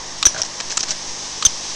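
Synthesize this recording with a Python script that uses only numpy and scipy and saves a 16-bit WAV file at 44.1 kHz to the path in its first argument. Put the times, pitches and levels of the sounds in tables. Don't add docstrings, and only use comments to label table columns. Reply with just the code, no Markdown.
import sys
import numpy as np
from scipy import signal
from scipy.fft import rfft, irfft
from scipy.io import wavfile
from scipy.ndimage import uniform_filter1d

SR = 44100
rng = np.random.default_rng(int(sys.argv[2]) if len(sys.argv) > 2 else 0)


def dump(signal):
    limited = np.clip(np.atleast_2d(signal).T, -1, 1)
    pcm = np.round(limited * 32767).astype(np.int16)
    wavfile.write(sys.argv[1], SR, pcm)


N = 77175
T = np.arange(N) / SR

# start and grip length in seconds, squeal in dB, pitch in
# Hz at the bite, a third through and at the end, rasp and box ring in dB, thud time in seconds, thud in dB.
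STAMPS = [(0.2535, 0.0144, 6.5, 6435, 5673, 6048, -9, -14.5, .2700, -17.5),
          (1.4507, .0130, 3.5, 6173, 6148, 6244, -8.5, -25.5, 1.4675, -19.5)]
# start in seconds, then snap, hollow knock and claw ring in dB.
SNAPS = [(0.2642, 3, -11.5, -16), (0.2677, -9, -21, -23), (1.4645, -14, -50, -7)]
# start in seconds, wood and crack in dB, pitch factor,
# hardness in dB per octave.
KNOCKS = [(0.2274, -13.5, -14.5, 1, 7), (0.2311, -18, -13, 0.98, -3), (0.2537, -10, -28, 1.13, 1.5),
          (0.2678, -13.5, -28, 1.35, -8), (.7752, -14, -17, 1.06, 4), (1.4248, -13, -13, 1.02, 3),
          (1.4280, -32, -16, 1, 4), (1.4507, -12.5, -23, 1.16, -6)]
# start in seconds, level in dB, pitch in Hz.
TICKS = [(.3465, -19, 6000), (.4178, -1, 5700), (.4209, -12, 5700), (.4229, -8, 5600), (.4332, -12, 5700),
         (.6995, -18, 6000), (.7057, -18, 5700), (.7215, -15, 6200), (.7714, -7, 7000), (.7958, -16, 5900),
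         (.8063, -8, 5900), (.8299, -7, 5750), (.9072, -4, 5800), (.9218, -15, 5500)]
# start and length in seconds, level in dB, band centre in Hz.
SCRAPES = [(0.376, 0.033, -26, 5040), (.448, 0.017, -28.5, 5600), (0.601, 0.009, -19, 4350),
           (0.703, 0.013, -24, 4640), (0.715, 0.02, -25, 5950), (0.7705, 0.0093, -15.5, 7000),
           (0.791, 0.018, -25.5, 5470), (0.8072, 0.0039, -18.5, 5300), (0.8325, .007, -16.5, 5370),
           (0.877, .005, -32, 4560), (0.882, 0.021, -22.5, 5230), (0.91, 0.0081, -19, 5800),
           (.9160, 0.015, -27.5, 5400)]
# start in seconds, level in dB, pitch factor.
STEPS = [(.3460, -19.5, 0.99), (0.3625, -20.5, 0.98), (.3650, -18.5, 0.93), (0.397, -25, 0.72),
         (.4345, -26, 1), (0.609, -24, 1.11), (.7235, -21, 1.06), (.8340, -23, 1.05)]
# start and length in seconds, level in dB.
SHUFFLES = [(0.34, 0.07, -33), (0.876, 0.051, -39)]

# base frequency in Hz, relative level in dB, seconds to fall 60 dB.
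LEDGE_MODES = [(1225, 2, .02), (1510, -7, .012), (2560, -5, .012), (2900, -10, .010), (3720, -5, .011),
               (4080, -5, .012), (4750, -9, .008), (5600, -8, .008), (7000, -10, .008)]
BOX_MODES = [(610, -20.5, 0.071), (810, -9.5, 0.033), (1290, -26, 0.035), (1554, -1.5, 0.02),
             (1660, -15, .018)]
CLAW_MODES = [(3120, -3, .03), (3600, -12, 0.031)]

# frequency in Hz, relative level in dB.
GRIP_RASP = [(150, -14.5), (700, -14), (1500, -30), (2300, -9), (2800, -4), (3150, 0), (3600, 4),
             (4100, -13.5), (5200, -0.5), (6200, 2), (6700, 8), (7400, -16), (8500, -7), (9300, -1),
             (10200, -42), (16000, -51)]
BOX_RING = [(300, -31), (3000, -16.5), (4900, -20), (5750, 7.5), (6500, -14), (8000, -22), (10000, -21),
            (13000, -75)]
DRY_CRACK = [(200, -12), (900, -4), (1300, 3.5), (2000, -20), (2700, 3.5), (4200, 5.5), (6000, -2.5),
             (7700, 0.5), (8800, -39), (16000, -51)]
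WOOD_GRAIN = [(200, 22.5), (1000, 6), (1900, 3.5), (3000, 1), (4500, 0), (6000, 4), (7800, -2.5),
              (9500, -18), (13000, -53)]
SOLE_RUB = [(40, -27), (90, 1.5), (160, 2), (260, -23), (520, -6), (615, 11), (720, -8), (1100, -13),
            (1550, 1), (2100, -14.5), (4000, -13), (9000, -24)]
HISS = [(1000, -23.5), (2000, -14.5), (3200, -8.5), (4300, -6.5), (5100, -1.5), (5750, 1.5), (6350, 0),
        (7000, -8), (8000, -12), (9000, -21), (10200, -24), (11500, -52), (13000, -70)]
OUTDOOR_AIR = [(20, -14), (60, -5.5), (130, -14.5), (300, -3), (700, -1.5), (980, 2.5), (1150, -1),
               (1380, -10), (1850, -3), (2500, -12), (4000, -8.5), (9000, -52)]
LOW_RUMBLE = [(3, 9.5), (12, -5), (30, -15), (60, -16), (150, -53)]
# frequency in Hz, rms level in dB.
MAINS_HUM = [(100, -57), (150, -53.5), (200, -55), (250, -57.5), (300, -59), (350, -55.5)]


def stamps():
    rise_s, thud_s, waver_hz = 0.0034, 0.006, 90.3
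    out, rasp, ring = 0, noise(GRIP_RASP), noise(BOX_RING)
    waver = walk(rate=600) * waver_hz
    for start, grip, db, bite_hz, mid_hz, end_hz, rasp_db, ring_db, thud_at, thud_db in STAMPS:
        hz = np.interp(T, start + grip * np.array([0, 1 / 3, 1]), [bite_hz, mid_hz, end_hz]) + waver
        squeal = np.sin(2 * np.pi * np.cumsum(hz * (T > start)) / SR)
        out += undb(db) * squeal * envelope(start, rise_s, hold=grip - rise_s, t60=0.025)
        out += undb(rasp_db) * rasp * envelope(start, rise=0.00013, hold=grip + 0.0025, t60=0.013)
        out += undb(ring_db) * ring * envelope(start, rise=grip, hold=grip, t60=0.16)
        out += undb(thud_db) * np.exp(-(2 * (T - thud_at) / thud_s) ** 2)
    return out


def claw_snaps():
    hollow_hz, hollow_t60_s = 381.15, 0.026
    out, crack = 0, noise(DRY_CRACK)
    for at, db, knock_db, ring_db in SNAPS:
        out += undb(db) * crack * envelope(at, rise=0.0002, hold=0, t60=0.0048)
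        out += undb(ring_db) * strike(at, CLAW_MODES)
        out += strike(at, [(hollow_hz, knock_db, hollow_t60_s)])
    return out


def toe_knocks():
    out, crack = 0, noise(DRY_CRACK)
    lowest_hz = LEDGE_MODES[0][0]
    for at, wood_db, crack_db, pitch, hardness in KNOCKS:
        modes = [(hz, db + hardness * np.log2(hz / lowest_hz), t60) for hz, db, t60 in LEDGE_MODES]
        out += undb(wood_db) * strike(at, modes, pitch)
        out += undb(crack_db) * crack * envelope(at, rise=0.00022, hold=0, t60=0.017)
    return band(out, hz=855, kind="high", order=3)


def claw_ticks():
    rise_s, click_db = 0.0004, -15
    out, crack = 0, noise(DRY_CRACK)
    for at, db, hz in TICKS:
        age = np.maximum(T - at, 0)
        ping = age / rise_s * np.exp(1 - age / rise_s) * np.sin(2 * np.pi * hz * age)
        click = undb(click_db) * crack * envelope(at, rise=0.00026, hold=0, t60=0.01)
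        out += undb(db) * (ping + click)
    return out


def claw_scrapes():
    slips_per_s, sag_db = 3500, 4.5
    catches = rng.random(N) < slips_per_s / SR
    kicks = catches * rng.choice([-1, 1], N) * (1 + rng.random(N))
    out, slips = 0, colour(kicks, WOOD_GRAIN)
    for at, length, db, hz in SCRAPES:
        claw = unit(signal.lfilter(*signal.iirpeak(hz, Q=1.63, fs=SR), slips))
        progress = np.clip((T - at) / length, 0, 1)
        out += undb(db - sag_db * progress) * claw * envelope(at, rise=0.001, hold=length, t60=0.013)
    return out


def footfalls():
    return sum(undb(db) * strike(at, BOX_MODES, pitch) for at, db, pitch in STEPS)


def sole_shuffles():
    rub = sum(undb(db) * envelope(at, rise=0.0089, hold=length, t60=0.061) for at, length, db in SHUFFLES)
    return noise(SOLE_RUB) * rub


def background():
    hiss_db, hiss_db_per_s, air_db, rumble_db = -34, 3, -38, -38.5
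    hiss = noise(HISS) * undb(hiss_db + hiss_db_per_s * T + 0.5 * walk(rate=34))
    air = noise(OUTDOOR_AIR) * undb(air_db + 0.5 * walk(rate=18))
    rumble = noise(LOW_RUMBLE) * undb(rumble_db)
    hum = sum(np.sqrt(2) * undb(db) * np.sin(2 * np.pi * (hz * T + rng.random())) for hz, db in MAINS_HUM)
    return hiss + air + rumble + hum


def strike(start, modes, pitch=1, contact_s=0.00024):
    age = np.maximum(T - start, 0)
    ring = sum(undb(db) * np.sin(2 * np.pi * hz * pitch * age) * np.exp(-np.log(1000) * age / t60)
               for hz, db, t60 in modes)
    return -np.minimum(age / contact_s, 1) * ring


def envelope(start, rise, hold, t60):
    age = T - start
    return np.clip(age / rise, 0, 1) * np.exp(-np.log(1000) * np.maximum(age - hold, 0) / t60)


def colour(x, points):
    hz, db = np.array(points).T
    bin_hz = np.maximum(np.arange(N // 2 + 1) * SR / N, 1)
    gain = undb(np.interp(np.log(bin_hz), np.log(hz), db))
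    return unit(irfft(rfft(x) * gain, N))


def noise(points):
    return colour(rng.standard_normal(N), points)


def walk(rate):
    size = int(SR / rate)
    drift = uniform_filter1d(rng.standard_normal(N), size, mode="wrap")
    return unit(uniform_filter1d(drift, size, mode="wrap"))


def band(x, hz, kind, order):
    return signal.sosfilt(signal.butter(order, hz, kind, fs=SR, output="sos"), x)


def undb(db):
    return 10 ** (np.asarray(db) / 20)


def unit(x):
    return x / np.sqrt(np.mean(x ** 2) + 1e-18)


def scene():
    feet = toe_knocks() + claw_ticks() + claw_scrapes() + claw_snaps() + footfalls() + sole_shuffles()
    return (stamps() + band(feet, hz=9500, kind="low", order=8) + background())[None]


def record(dry):
    clip_level, knee, top_hz = 0.63, 9.1, 16000
    oversampled = signal.resample_poly(dry, 4, 1, axis=-1)
    flattened = oversampled / (0.5 + np.abs(oversampled / clip_level) ** knee) ** (1 / knee)
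    clipped = signal.resample_poly(flattened, 1, 4, axis=-1)
    dull = band(clipped, hz=9840, kind="low", order=2)
    return signal.sosfilt(signal.ellip(10, 0.2, 80, top_hz, fs=SR, output="sos"), dull)


dry = scene()
out = record(dry)
dump(out)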